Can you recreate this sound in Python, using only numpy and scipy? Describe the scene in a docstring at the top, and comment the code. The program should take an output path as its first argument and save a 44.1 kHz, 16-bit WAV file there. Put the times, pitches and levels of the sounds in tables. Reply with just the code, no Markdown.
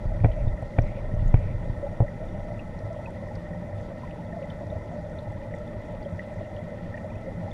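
"""Knocks, sway and shudder open the scene as a hand shifts a sealed case on its mount in a fish pond; after
under three seconds the hand lets go and rumble, mains hum, bubbles and small ticks carry on, heard inside the case.
Water is filtered noise, some of it through resonances of case and pond; the hum and a faint whine are steady sines.
Bubbles and knocks are decaying sines, ticks are short noise bursts, and the moving mount is narrow noise that
follows the hand."""
import sys
import numpy as np
from scipy import signal
from scipy.fft import next_fast_len
from scipy.io import wavfile

SR = 44100
rng = np.random.default_rng(int(sys.argv[2]) if len(sys.argv) > 2 else 0)


def bounce(signal):
    """Save signal as a 16-bit WAV file at the path given by the first command-line argument."""
    frames = np.transpose(np.atleast_2d(signal))
    limited = np.clip(frames, -1, 1)
    pcm = np.round(limited * 32767).astype(np.int16)
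    wavfile.write(sys.argv[1], SR, pcm)


N = 332072

# Spectrum of the broad water noise. Each row: frequency in Hz, relative density in dB per Hz.
WATER_SPECTRUM = [(15, -3), (60, -6), (130, -11), (400, -21), (1200, -37.5), (1650, -64), (3000, -44),
                  (5000, -49.5), (9500, -56.5), (10500, -70), (12500, -61), (14000, -77)]
WATER_RMS_DB = -41

# Resonances of case and pond, excited by the water.
# Each row: centre in Hz, width in Hz, rms level in dB before it wavers.
WATER_RESONANCES = [(26.5, 13, -63), (96, 35, -41.5), (170.2, 45, -43.5), (217.7, 32, -51),
                    (307, 65, -53.5), (504, 94, -53), (596.7, 115, -43.5), (818.2, 61, -54.5),
                    (938, 175, -58), (1320.5, 66, -62.5), (1470, 190, -65.5), (1861, 170, -58),
                    (2014, 108, -59.5), (2346, 470, -68.5), (3480, 520, -75), (5725, 300, -80)]
GURGLE_JOLTS_PER_S, GURGLE_SHARE = 100, 0.42
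PITCH_WANDER_SHARE, PITCH_WANDER_TOP_HZ = .02, 1100

# Hum of the pump motor. Each row: multiple of the mains frequency, rms level in dB before it wavers.
HUM_HARMONICS = [(2, -55), (4, -56), (6, -65), (8, -63), (9, -59), (10, -50), (11, -62)]
MAINS_HZ = 59.98

# Faint electronic whine: a list of tone frequencies in Hz.
WHINE_TONES_HZ = [9590, 9620, 9650]
# Levels of those tones. Each row: early rms level in dB, late rms level in dB.
WHINE_LEVELS = [(-94, -104), (-104, -92), (-86, -93)]
WHINE_SHIFT_S = 3.2

# Single clear bubbles. Each row: start in seconds, level in dB before rise and decay, pitch in Hz.
CLEAR_BUBBLES = [(0.1033, -27.5, 612), (0.1172, -38, 834), (0.144, -26, 581), (0.282, -22, 628),
                 (0.3615, -26, 599), (0.3987, -28, 580), (0.4809, -46.5, 3550), (0.618, -27, 598),
                 (0.735, -43, 2080), (0.8196, -50, 5870), (0.8339, -28.5, 608), (0.864, -57, 3970),
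                 (0.882, -38, 2050), (0.9708, -24, 547), (1.1479, -58, 6000), (1.2796, -48, 6720),
                 (1.8268, -18.5, 574), (1.8486, -23, 585), (1.8653, -29.5, 833), (2.032, -22.5, 586),
                 (2.0806, -33.5, 1910), (2.2004, -27, 601), (2.2265, -32, 645), (2.2843, -52, 3560),
                 (2.5926, -37, 2600), (2.9049, -23.5, 637), (2.9937, -34.5, 855), (3.0577, -37, 2550),
                 (3.0705, -31, 916), (3.309, -34, 827), (3.889, -30.5, 599), (3.9078, -27, 629),
                 (4.0319, -33, 988), (4.187, -34.5, 855), (4.2653, -53, 3400), (4.3256, -39.5, 1805),
                 (4.3292, -29, 662), (4.3646, -23.5, 659), (4.4168, -23, 555), (4.452, -33, 834),
                 (4.4723, -30, 643), (4.4993, -44, 3470), (4.502, -45, 3130), (4.7013, -48.5, 3630),
                 (4.701, -27, 599), (4.72, -24.5, 624), (4.753, -22.5, 631), (4.9133, -31, 708),
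                 (4.9857, -35, 618), (5.0606, -27, 575), (5.157, -33, 626), (5.1853, -44, 3570),
                 (5.1885, -48, 3930), (5.277, -46, 620), (5.5387, -30.5, 1975), (5.559, -53, 3500),
                 (5.6751, -49, 3500), (5.903, -27, 600), (5.9394, -28, 567), (5.972, -59, 3800),
                 (6.0273, -53, 4700), (6.0493, -47, 3300), (6.0591, -23.5, 581), (6.1861, -30, 617),
                 (6.1929, -26.5, 1906), (6.309, -28, 605), (6.4067, -22, 620), (6.4483, -48, 2850),
                 (6.5825, -49, 3400), (6.7144, -27, 562), (6.9408, -31.5, 1860), (6.9742, -32.5, 1875),
                 (7.1009, -43.5, 2420), (7.1537, -49, 2520), (7.275, -23, 577), (7.476, -29, 807),
                 (7.514, -41.5, 3540)]
# Cycles a bubble rings while falling 60 dB: at 600 Hz, and the change for each octave above or below.
BUBBLE_CYCLES, CYCLES_PER_OCTAVE = 46, 20
FIZZ_PER_S, FIZZ_DB = 70, -69.5  # level before the tilt with pitch and the spread of sizes

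# Big bubbles gulping out of the filter.
# Each row: start in seconds, level in dB before rise and decay, pitch in Hz.
FILTER_GULPS = [(2.8, -36, 96.5), (3.029, -28, 106.5), (3.331, -29, 100), (3.502, -23, 169),
                (3.565, -20.5, 171), (3.724, -20.5, 97.7), (3.846, -36, 99), (4.205, -27.5, 103),
                (4.645, -23, 101), (4.69, -25.5, 65), (5.272, -24, 93), (5.715, -25, 107),
                (6.142, -24, 171), (6.55, -29, 92.8), (6.816, -24, 175), (7.283, -39, 91)]
GULP_CYCLES, GULP_RISE_CYCLES = 21, 1.05

# Dry ticks without a pitch. Each row: start in seconds, noise level in dB before rise, decay and filter,
# centre in Hz, width in octaves, time to fall 60 dB in seconds.
DRY_TICKS = [(0.05, -55, 3500, 0.28, 0.039), (0.165, -51, 3500, .3, .025), (0.3143, -44.5, 3200, .3, 0.07),
             (0.408, -50, 2500, .25, 0.033), (0.678, -58, 6900, .4, .015), (2.5835, -56, 7000, .4, .015),
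             (2.7892, -45, 4620, 0.48, 0.017), (2.9288, -50, 5900, .5, .015),
             (3.353, -44, 4370, 0.61, 0.025), (4.108, -38.5, 2680, 0.34, 0.039),
             (4.246, -48, 4300, .3, .02), (4.4239, -38, 2520, 0.29, 0.037), (5.549, -52, 6400, .4, .015),
             (5.5853, -50, 6200, 0.52, .015), (5.922, -56, 7500, .3, .015), (5.95, -46, 3000, .5, 0.022),
             (6.1929, -44, 2500, 0.47, 0.022), (6.34, -57, 6800, .5, .015), (6.563, -42, 2900, 0.36, 0.038),
             (6.9764, -38, 2400, 0.36, 0.038)]
TICK_RISE_S = 0.00057
CRACKLE_PER_S, CRACKLE_DB, CRACKLE_T60_S = 32, -63, .015  # level before the spread of sizes

# The hand on the mount. Each row: time in seconds, slow sway in dB, case shudder in dB.
HAND_MOTION = [(0.0,-50,-44), (0.07,-22.5,-55), (0.25,-38,-26), (0.3,-22,-45), (0.39,-32,-44),
               (0.419,-21.5,-24), (0.54,-23.5,-47), (0.6,-50,-62), (0.65,-30.5,-49), (0.7,-45,-46.5),
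               (0.77,-40,-58), (0.81,-21.5,-44), (0.89,-34,-38.5), (1.13,-31,-35.5), (1.16,-24,-45),
               (1.19,-25,-33), (1.27,-20.5,-37), (1.32,-24.5,-45), (1.38,-22,-27), (1.45,-33,-29),
               (1.55,-32,-29), (1.58,-31.5,-41), (1.68,-34,-26), (1.71,-29,-48), (1.82,-42,-46),
               (1.89,-28,-53), (1.96,-42,-50), (2.02,-29,-54), (2.16,-46,-43), (2.22,-35.5,-44),
               (2.5,-35,-35.5), (2.57,-55,-52), (2.7,-55,-52)]
SWAY_HZ, SWAY_WIDTH_HZ = 25, 20
SWAY_EVENNESS = .6  # 0 swells at random, 1 swings almost evenly
SHUDDER_HZ, SHUDDER_WIDTH_HZ = 102.3, 33
LET_GO_S = 0.22

# The case slides in its clamp around hard knocks.
# Each row: start in seconds, length in seconds, rms level in dB before it flickers.
CLAMP_RUBS = [(0.247, 0.2, -63.5), (0.81, 0.21, -60.5), (1.32, 0.227, -60)]
RUB_HZ, RUB_WIDTH_HZ, RUB_EDGE_S = 2300, 550, 0.026

# Knocks on the case. Each row: start in seconds, then drive of the thump, knock and crack modes in dB,
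# share of the free ring time that the grip leaves.
CASE_KNOCKS = [(0.054, -21, -39, -77, .8), (0.2015, -30, -50, -55, 1.), (0.2075, -20, -45, -66, .7),
               (0.2375, -16, -27, -52, .8), (0.2445, -9, -13, -37, .9), (0.2555, -17, -18, -47, .8),
               (0.471, -19.5, -30, -71, .9), (0.625, -25.5, -28.5, -65, .9), (0.7822, -26, -27, -62, .8),
               (0.7856, -9, -13.5, -34.5, .9), (0.837, -21, -31, -60, .6), (1.138, -20.5, -46, -70, .9),
               (1.224, -19.5, -36, -62, .9), (1.259, -20.5, -38, -70, .9), (1.3392, -24, -32, -64, .8),
               (1.3413, -5, -14, -36, .6), (1.504, -22.5, -38, -74, .9), (1.696, -19.5, -45, -65, .9),
               (2.0036, -9.5, -13, -53, .6), (2.0125, -21, -22, -64, .5), (2.021, -14, -25, -62, .45)]
# What the case rings with. Each row: pitch in Hz, level in dB added to the drive,
# time to fall 60 dB in seconds, rise in seconds.
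CASE_RING = [(32.8, -16, 0.52, .0012), (85, -2.5, 0.089, 0.00075), (110.1, 1.5, 0.12, 0.00097),
             (170, -3, 0.023, 0.0024), (250, 1, 0.044, .0008), (375, 6, 0.016, 0.0015),
             (458, 0.5, 0.032, 0.0014), (529, 6, 0.024, 0.00099), (663, 6.5, .021, 0.0012),
             (760, -23.5, 0.01, 0.0021), (1530, 12.5, 0.018, 0.00071), (1890, 12.5, 0.024, 0.0016),
             (2350, 18, 0.015, 0.0012), (3380, -4, .017, 0.00051)]
THUMP_TOP_HZ, KNOCK_TOP_HZ = 220, 1100
GRIT_DB, GRIT_RISE_S, GRIT_T60_S = -6, 0.011, .045

MIC_LOW_HZ, CUTOFF_HZ = 14, 14500


def from_db(db):
    """Turns decibels into an amplitude factor."""
    return 10 ** (np.asarray(db) / 20)


def rms_one(x):
    """Scales a signal to rms 1."""
    return x / np.sqrt(np.mean(x ** 2) + 1e-20)


def drift(rate_hz):
    """Slow random wander of spread 1: noise at a fortieth of the sample rate through two equal low-pass poles."""
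    pole = np.exp(-80 * np.pi * rate_hz / SR)
    noise = rng.standard_normal(N // 40 + 2002)
    slow = signal.lfilter([1], [1, -2 * pole, pole * pole], noise)[2000:]
    return np.interp(np.arange(N) / 40, np.arange(len(slow)), rms_one(slow))


def filtered(x, order, hz, kind="low"):
    """Butterworth filter."""
    return signal.sosfilt(signal.butter(order, hz, kind, fs=SR, output="sos"), x)


def resonate(x, hz, width_hz):
    """Two-pole band-pass."""
    radius = np.exp(-np.pi * width_hz / SR)
    poles = [1, -2 * radius * np.cos(2 * np.pi * hz / SR), radius * radius]
    return signal.lfilter([1, 0, -1], poles, x)


def narrow_noise(hz, width_hz, jolt_share=0., wander=0.):
    """Noise and sparse random jolts, twice through one resonance so the skirts stay dark; rms 1."""
    length = N + 2 * SR
    jolts = (rng.random(length) < GURGLE_JOLTS_PER_S / SR) * rng.standard_normal(length)
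    smooth = np.sqrt(1 - jolt_share) * rng.standard_normal(length)
    drive = smooth + np.sqrt(jolt_share) * rms_one(jolts)
    still = resonate(resonate(drive, hz, width_hz), hz, width_hz)[SR:]
    # Reading at a wavering speed makes the pitch wander.
    position = np.cumsum(1 + wander * drift(2.5))
    return rms_one(np.interp(position, np.arange(N + SR), still))


def add_ring(out, s, level_db, hz, t60, rise_s, glide=0.):
    """Adds a decaying sine; it starts sharp by about 2.2 times glide and falls to pitch in a few cycles."""
    start = round(s * SR)
    t = np.arange(max(0, min(int(t60 * SR), N - start))) / SR
    turns = hz * t + glide * 3.8 * (1 - np.exp(-hz * t / 1.7))
    envelope = from_db(level_db - 60 * t / t60) * (1 - np.exp(-t / rise_s)) ** 2
    out[start:start + len(t)] += envelope * np.sin(2 * np.pi * turns)


def water():
    """Broad flow noise in half-octave bands that waver in level, the treble least."""
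    out = 0
    edges = 14 * 2 ** np.arange(0, 10.6, .5)
    white = rng.standard_normal((2, N + SR))  # neighbouring bands take turns, so they stay independent
    hz, density_db = np.transpose(WATER_SPECTRUM)
    for k, (low, high) in enumerate(zip(edges, edges[1:])):
        band = filtered(white[k % 2], 2, [low, high], "band")[SR:]
        level_db = np.interp(np.log(low * high) / 2, np.log(hz), density_db)
        waver_db = 3.53 * min(1, 2500 / high) * drift(15.3)
        out = out + band * from_db(level_db + waver_db)
    return from_db(WATER_RMS_DB) * rms_one(out)


def resonances():
    """Gurgling water drives each resonance, so its level bubbles up and down; high ones rush more smoothly."""
    out = np.zeros(N)
    surge = drift(17.0)  # shared by all
    for hz, width_hz, level_db in WATER_RESONANCES:
        jolt_share = GURGLE_SHARE * min(1, 1500 / hz)
        wander = PITCH_WANDER_SHARE * (hz < PITCH_WANDER_TOP_HZ)
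        waver_db = 0.5 * surge + 1.1 * drift(20.5)
        out += narrow_noise(hz, width_hz, jolt_share, wander) * from_db(level_db + waver_db)
    return out


def tone(hz):
    """Steady sine of rms 1 from a random phase."""
    return np.sqrt(2) * np.sin(2 * np.pi * (hz * np.arange(N) / SR + rng.random()))


def motor_hum():
    """Mains multiples from the pump motor; each wavers as its paths through the water change."""
    return sum(from_db(db + 0.63 * drift(4.6)) * tone(multiple * MAINS_HZ)
               for multiple, db in HUM_HARMONICS)


def electronic_whine():
    """Faint high steady tones whose levels step once."""
    early = np.arange(N) / SR < WHINE_SHIFT_S
    return sum(from_db(np.where(early, early_db, late_db)) * tone(hz)
               for hz, (early_db, late_db) in zip(WHINE_TONES_HZ, WHINE_LEVELS))


def bubbles():
    """Each clear bubble rings with a short snap as it pinches off and a neighbour of slightly other size."""
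    out = np.zeros(N)
    for s, level_db, hz in CLEAR_BUBBLES:
        later, other = rng.random(2)
        octaves = np.log2(hz / 600)
        t60 = (BUBBLE_CYCLES + CYCLES_PER_OCTAVE * octaves) / hz
        add_ring(out, s, level_db, hz, t60, rise_s=1.1 / hz, glide=0.015 * (hz / 3000) ** 2)
        # The neighbour follows a few cycles later.
        neighbour_s, neighbour_hz = s + (3 + 6 * later) / hz, hz * (.93 + .14 * other)
        add_ring(out, neighbour_s, level_db - 5, neighbour_hz, t60, rise_s=1.6 / hz)
        # The snap is relatively louder in small, high bubbles.
        add_ring(out, s + .6 / hz, level_db - 10 + 4 * octaves, 1.06 * hz, 12 / hz, rise_s=0.5 / hz)
    return out


def fizz():
    """A random scatter of faint bubbles, the higher ones softer and a few of them standing out."""
    out = np.zeros(N)
    for when, pitch, size in rng.random((int(FIZZ_PER_S * N / SR), 3)):
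        hz = 800 * 11 ** pitch
        level_db = FIZZ_DB - 11.5 * np.log2(hz / 3000) - 1.9 * np.log(size + 0.012)
        add_ring(out, when * (N - 2) / SR, level_db, hz, 55 / hz, rise_s=0.87 / hz, glide=0.12 * hz / 3000)
    return out


def gulps():
    """Each big bubble swells, rings a few cycles and dies."""
    out = np.zeros(N)
    for s, level_db, hz in FILTER_GULPS:
        add_ring(out, s, level_db, hz, GULP_CYCLES / hz, rise_s=GULP_RISE_CYCLES / hz)
    return out


def ticks():
    """Each tick is a quickly dying noise burst in one band; fainter ones crackle at random in the treble."""
    crackle = []
    for when, pitch, size in rng.random((int(CRACKLE_PER_S * N / SR), 3)):
        level_db = CRACKLE_DB - 3 * np.log(size + .02)
        crackle.append((when * N / SR, level_db, 2400 * 3.4 ** pitch, .5, CRACKLE_T60_S))
    out, t = np.zeros(N + 3000), np.arange(3000) / SR
    for s, level_db, hz, octaves, t60 in DRY_TICKS + crackle:
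        envelope = from_db(level_db - 60 * t / t60) * (1 - np.exp(-t / TICK_RISE_S))
        burst = rng.standard_normal(len(t)) * envelope
        edges = hz * 2 ** (octaves * np.array([-.5, .5]))
        start = round(s * SR)
        out[start:start + len(t)] += 2 * filtered(burst, 2, edges, "band")
    return out[:N]


def handling():
    """Sway and shudder of the mount follow the hand and die away as it lets go."""
    s, sway_db, shudder_db = np.transpose(HAND_MOTION)
    t = np.arange(N) / SR
    held = np.clip((s[-1] - t) / LET_GO_S, 0, 1)
    swing = narrow_noise(SWAY_HZ, SWAY_WIDTH_HZ)
    # Dividing by part of its own envelope evens out the swing.
    swell = np.abs(signal.hilbert(swing, next_fast_len(N)))[:N] + .1
    sway = from_db(np.interp(t, s, sway_db)) * rms_one(swing / swell ** SWAY_EVENNESS)
    shudder_level = from_db(np.interp(t, s, shudder_db) + 1.5 * drift(12))
    shudder = shudder_level * narrow_noise(SHUDDER_HZ, SHUDDER_WIDTH_HZ)
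    return held * (sway + shudder)


def rubs():
    """The case sliding in its clamp: flickering narrow noise that swells, holds and stops."""
    t, sliding = np.arange(N) / SR, np.zeros(N)
    for start, length, db in CLAMP_RUBS:
        from_edge = np.minimum(t - start, start + length - t)
        sliding += from_db(db) * np.clip(from_edge / RUB_EDGE_S, 0, 1)
    return sliding * from_db(2.0 * drift(25)) * narrow_noise(RUB_HZ, RUB_WIDTH_HZ)


def knocks():
    """Each blow rings the case modes, harder contact the higher ones more, and the parts grate briefly."""
    out, t = np.zeros(N), np.arange(N) / SR
    low_grit = filtered(narrow_noise(600, 900), 4, 820)
    high_grit = narrow_noise(2600, 1600)
    for s, thump_db, knock_db, crack_db, ring_share in CASE_KNOCKS:
        for hz, mode_db, t60, rise_s in CASE_RING:
            if hz < THUMP_TOP_HZ:
                blow_db = thump_db
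            elif hz < KNOCK_TOP_HZ:
                blow_db = knock_db
            else:
                blow_db = crack_db
            add_ring(out, s, blow_db + mode_db, hz, t60 * ring_share, rise_s)
        since = np.clip(t - s, 0, 1)
        grating = (1 - np.exp(-since / GRIT_RISE_S)) * from_db(GRIT_DB - 60 * since / GRIT_T60_S)
        out += grating * (from_db(knock_db) * low_grit + from_db(crack_db) * high_grit)
    # The wall passes no sharp edge; the sign makes the pressure of the ringing fall first.
    return -filtered(out, 3, 4300)


def scene():
    """Everything reaches the one microphone inside the case."""
    background = water() + resonances() + motor_hum() + electronic_whine()
    pond_events = bubbles() + fizz() + gulps() + ticks()
    hand = handling() + rubs() + knocks()
    return (background + pond_events + hand)[None]


def record(dry):
    """The microphone loses the deepest bass; the top is cut."""
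    heard = filtered(dry, 2, MIC_LOW_HZ, "high")
    return signal.sosfilt(signal.cheby2(20, 50, CUTOFF_HZ, fs=SR, output="sos"), heard)


dry = scene()
out = record(dry)
bounce(out)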